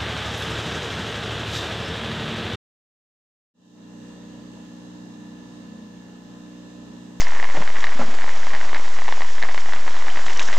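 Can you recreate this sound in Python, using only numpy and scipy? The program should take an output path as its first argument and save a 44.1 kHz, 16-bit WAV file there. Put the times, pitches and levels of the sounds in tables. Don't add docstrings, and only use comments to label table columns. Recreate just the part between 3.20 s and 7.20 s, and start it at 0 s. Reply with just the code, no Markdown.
import sys
import numpy as np
from scipy import signal
from scipy.fft import rfft, irfft, next_fast_len
from scipy.io import wavfile
from scipy.ndimage import uniform_filter1d, map_coordinates

SR = 44100
rng = np.random.default_rng(int(sys.argv[2]) if len(sys.argv) > 2 else 0)


def magnitude_from_level(level_db):
    exponent = np.asarray(level_db, float) / 20
    return 10 ** exponent


def unload_audio(sound):
    columns = np.transpose(np.atleast_2d(sound))
    steps = np.round(np.clip(columns, -1, 1) * 32767)
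    wavfile.write(sys.argv[1], SR, steps.astype(np.int16))


N = 176400
TIME = np.arange(N) / SR
SIDES = np.array([[.5], [-.5]])

MAINS_HZ = 60.003

HUM_ORDERS = [2, 3, 4, 5, 6, 7, 8, 10, 14, 17, 29, 79, 105, 106]
# (level [dB rms], left-right [dB], right leads [rad])
HUM_LEVELS = [(-55.5, -3, -0.33), (-46.5, -0.5, -0.33), (-47.5, 1, -0.031), (-49, -2, 0.47),
              (-73.5, -4, 0.95), (-62.5, -1, -1.9), (-61.5, 9.5, -1), (-65, 5, 1.1), (-67.5, 2, 0.2),
              (-68.5, 15, -1.14), (-65.5, 7.5, 1.56), (-78.5, -9, -.8), (-73, -2, -1.4), (-77, -5, .6)]
OPPOSED_ORDERS = [2, 6, 8, 14]
# (time [s], level [dB])
PISTON_LOAD = [
    (.35, 0),
    (1.7, 0.5),
    (2.37, 0.5),
    (2.7, -4.5),
    (2.92, -3.5),
    (3.01, -7),
    (3.12, 0),
    (4, 0),
]
STROKE_TAPS = [
    (0.372, 0.85),
    (1, 0.8),
    (0.11, 0.89),
]
# (frequency [Hz], level [dB per Hz])
RATTLE_COLOUR = [(200, -120), (350, 5), (1500, -13.5), (2300, -20.5), (6500, -15), (8500, -19),
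                 (10300, -47), (13000, -45)]
# (frequency [Hz], width [Hz], gain [dB], left-right [dB])
PANEL_RINGS = [(547, 21, 4.5, 5), (639, 14, -1, 0.5), (980, 60, 10, 9), (1273, 60, 7.5, -5),
               (1765, 118, 16.5, -1), (2715, 136, 13.5, -1.5), (3060, 140, 6, 7), (3680, 390, 15, -3),
               (4080, 110, 1, -11), (5400, 210, 4, 2), (6620, 550, 1, -8.5), (7200, 200, -4, -9),
               (7710, 160, 8, -7.5), (9750, 305, 14.5, -15)]
# (frequency [Hz], likeness [-1..1])
PORT_LIKENESS = [(60, 0.99), (180, 0.94), (550, 0.55), (1650, 0.032), (4970, -0.044), (15000, 0.018)]
# (frequency [Hz], left-right [dB])
CASE_LEAN = [(60, -4), (130, -6), (290, -8.5), (640, -3.5), (1410, 2.5), (3100, -2), (6820, -2.5),
             (15000, 1)]
# (time [s], level [dB])
TRAY_SWELLS = [(.35, -55), (.55, -50.5), (.75, -49), (.95, -51), (1.25, -52.5), (1.42, -47), (1.63, -63),
               (1.85, -51.5), (2.1, -46.5), (2.32, -60), (2.5, -43.5), (2.77, -50), (2.95, -53),
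               (3.15, -52.5), (3.35, -58), (3.6, -56), (3.85, -51), (4, -63)]
SIDE_TONE_HZ = [59.2, 60, 266.2, 2784, 2843, 1836.5, 1700]
# (level [dB rms], left-right [dB], unsteadiness [dB])
SIDE_TONE_LEVELS = [(-66, 1, 2), (-77.5, -4, 4), (-61.5, -0.5, 2.5), (-72, -6, 1.5), (-75.5, -5, 1),
                    (-75.5, 2, 1.5), (-73, 12, 0.5)]
# (frequency [Hz], level [dB per Hz])
WATER_COLOUR = [(20, -24), (80, -14), (240, 0.5), (400, -9.5), (1500, -29.5), (2320, -34.5), (6500, -35.5),
                (10300, -57.5)]
# (frequency [Hz], level [dB per Hz])
HISS_COLOUR = [(3000, -37), (10300, -5), (11200, -3), (12500, 0), (14000, -2), (15600, 0.5)]
# (frequency [Hz], gain [dB])
UNSETTLED_COLOUR = [(50, -3), (250, -1.5), (1000, -2), (1400, -5), (1750, -3.5), (2300, -6), (2800, -0.5),
                    (6300, 0)]


def unit(x):
    return x / np.sqrt(np.mean(x ** 2) + 1e-20)


def along(points, hz):
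    point_hz, value = np.transpose(points)
    return np.interp(np.log(hz + 1), np.log(point_hz + 1), value)


def automation(rows):
    seconds, value = np.transpose(rows)
    return np.interp(TIME, seconds, value)


def wobble(rate):
    coarse = np.arange(0, N + 64, 64)
    knots = rng.standard_normal(200)
    drift = map_coordinates(knots, [coarse * min(rate, 40) / SR])
    return np.interp(np.arange(N), coarse, drift)


def filtered(x, response):
    size = next_fast_len(N + 8192)
    spectrum = rfft(x, size) * response(np.fft.rfftfreq(size, 1 / SR))
    return irfft(spectrum, size)[..., :N]


def tone(phase, db, lean_db, lead):
    return np.sqrt(2) * magnitude_from_level(db + SIDES * lean_db) * np.cos(phase - SIDES * lead)


def case(pair, spectrum):
    def blend(hz):
        angle = np.arccos(np.clip(along(PORT_LIKENESS, hz), -1, 1)) / 2
        return [np.cos(angle), np.sin(angle)]

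    def colour(hz):
        rings = 0
        for centre, width, db, lean_db in PANEL_RINGS:
            resonance = hz * width / np.hypot(centre * centre - hz * hz, hz * width)
            rings = rings + magnitude_from_level(db + SIDES * lean_db) * resonance
        return magnitude_from_level(along(spectrum, hz) + SIDES * along(CASE_LEAN, hz)) * (1 + rings)

    shared, different = filtered(pair, blend)
    ports = np.array([shared + different, shared - different])
    return unit(filtered(ports, colour))


def hum(cycle, load_db):
    knock_s, knock_rad = .0072, -.85
    low_share, full_order = .25, 5
    out = 0
    for order, (db, lean_db, lead) in zip(HUM_ORDERS, HUM_LEVELS):
        share = low_share + (1 - low_share) * np.exp(-(order - full_order) ** 2)
        sway_db = .6 * order ** .2
        phase = 2 * np.pi * order * (cycle - knock_s * MAINS_HZ) + knock_rad
        phase = phase + np.pi * (order in OPPOSED_ORDERS)
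        phase = phase + 0.033 * sway_db * wobble(3.63)
        level_db = db + share * load_db + sway_db * (wobble(3.98) + 0.66 * wobble(17))
        out = out + tone(phase, level_db, lean_db, lead)
    return out


def rattle(cycle, load_db):
    memory_cycles, kept = 19.6, 0.31
    tap_width = 0.019
    size = round(SR / MAINS_HZ)
    count = int(N / SR * MAINS_HZ) + 3
    slow = rng.standard_normal((2, count, size))
    slow = uniform_filter1d(slow, int(memory_cycles), 1)
    slow = unit(uniform_filter1d(slow, int(memory_cycles / 2), 1))
    same = rng.standard_normal((2, 1, size))
    strokes = np.sqrt(kept) * same + np.sqrt(1 - kept) * slow
    part = np.arange(size) / size
    taps = 1
    for at, strength in STROKE_TAPS:
        taps = taps + strength * np.exp((np.cos(2 * np.pi * (part - at)) - 1) / (2 * np.pi * tap_width) ** 2)
    pair = np.array([map_coordinates(side.ravel(), [(cycle + 1) * size]) for side in strokes * taps])
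    level_db = -57.5 + .4 * load_db + .6 * wobble(12)
    return magnitude_from_level(level_db) * case(pair, RATTLE_COLOUR)


def tray():
    phase = 2 * np.pi * 212.3 * TIME + 0.58 * wobble(7)
    level_db = automation(TRAY_SWELLS) + 1.26 * wobble(20)
    return tone(phase, level_db, 0, 0.077)


def side_tones():
    out = 0
    for tone_hz, (db, lean_db, sway_db) in zip(SIDE_TONE_HZ, SIDE_TONE_LEVELS):
        phase = 2 * np.pi * tone_hz * TIME + 0.22 * sway_db * wobble(6)
        out = out + tone(phase, db + sway_db * wobble(9), lean_db, .2)
    return out


def water(load_db):
    cells = signal.stft(rng.standard_normal((2, N)), nperseg=512)[2]
    patches = uniform_filter1d(rng.standard_normal(cells.shape[1:]), 6, 0)
    patches = uniform_filter1d(patches, 14, 1)
    patchy_db = 1
    pair = signal.istft(cells * magnitude_from_level(patchy_db * unit(patches)), nperseg=512)[1][:, :N]
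    level_db = -49 + 0.23 * load_db + 0.25 * wobble(3.63)
    return magnitude_from_level(level_db) * case(pair, WATER_COLOUR)


def scene():
    wander_s = .00004
    cycle = MAINS_HZ * (TIME + wander_s * wobble(1.406))
    load_db = automation(PISTON_LOAD)
    pump = hum(cycle, load_db) + rattle(cycle, load_db)
    return pump + tray() + side_tones() + water(load_db)


def roll_off(x):
    return signal.sosfilt(signal.butter(12, 15900, fs=SR, output="sos"), x)


def record(dry):
    settle_s, settle_rise_s = .57, 0.027
    fade_start_s, fade_s, fade_bend = .339, 0.51, 0.86
    top_hz = 15730
    hiss = filtered(rng.standard_normal((2, N)), lambda hz: magnitude_from_level(along(HISS_COLOUR, hz)))
    heard = dry + magnitude_from_level(-74.5) * unit(hiss)
    settled = .5 + .5 * np.tanh((TIME - settle_s) / settle_rise_s)
    unsettled = filtered(heard, lambda hz: magnitude_from_level(along(UNSETTLED_COLOUR, hz)))
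    heard = settled * heard + (1 - settled) * unsettled
    fade = np.clip((TIME - fade_start_s) / fade_s, 0, 1) ** fade_bend
    mix = filtered(heard, lambda hz: hz < top_hz) * fade
    return roll_off(mix)


dry = scene()
out = record(dry)
unload_audio(out)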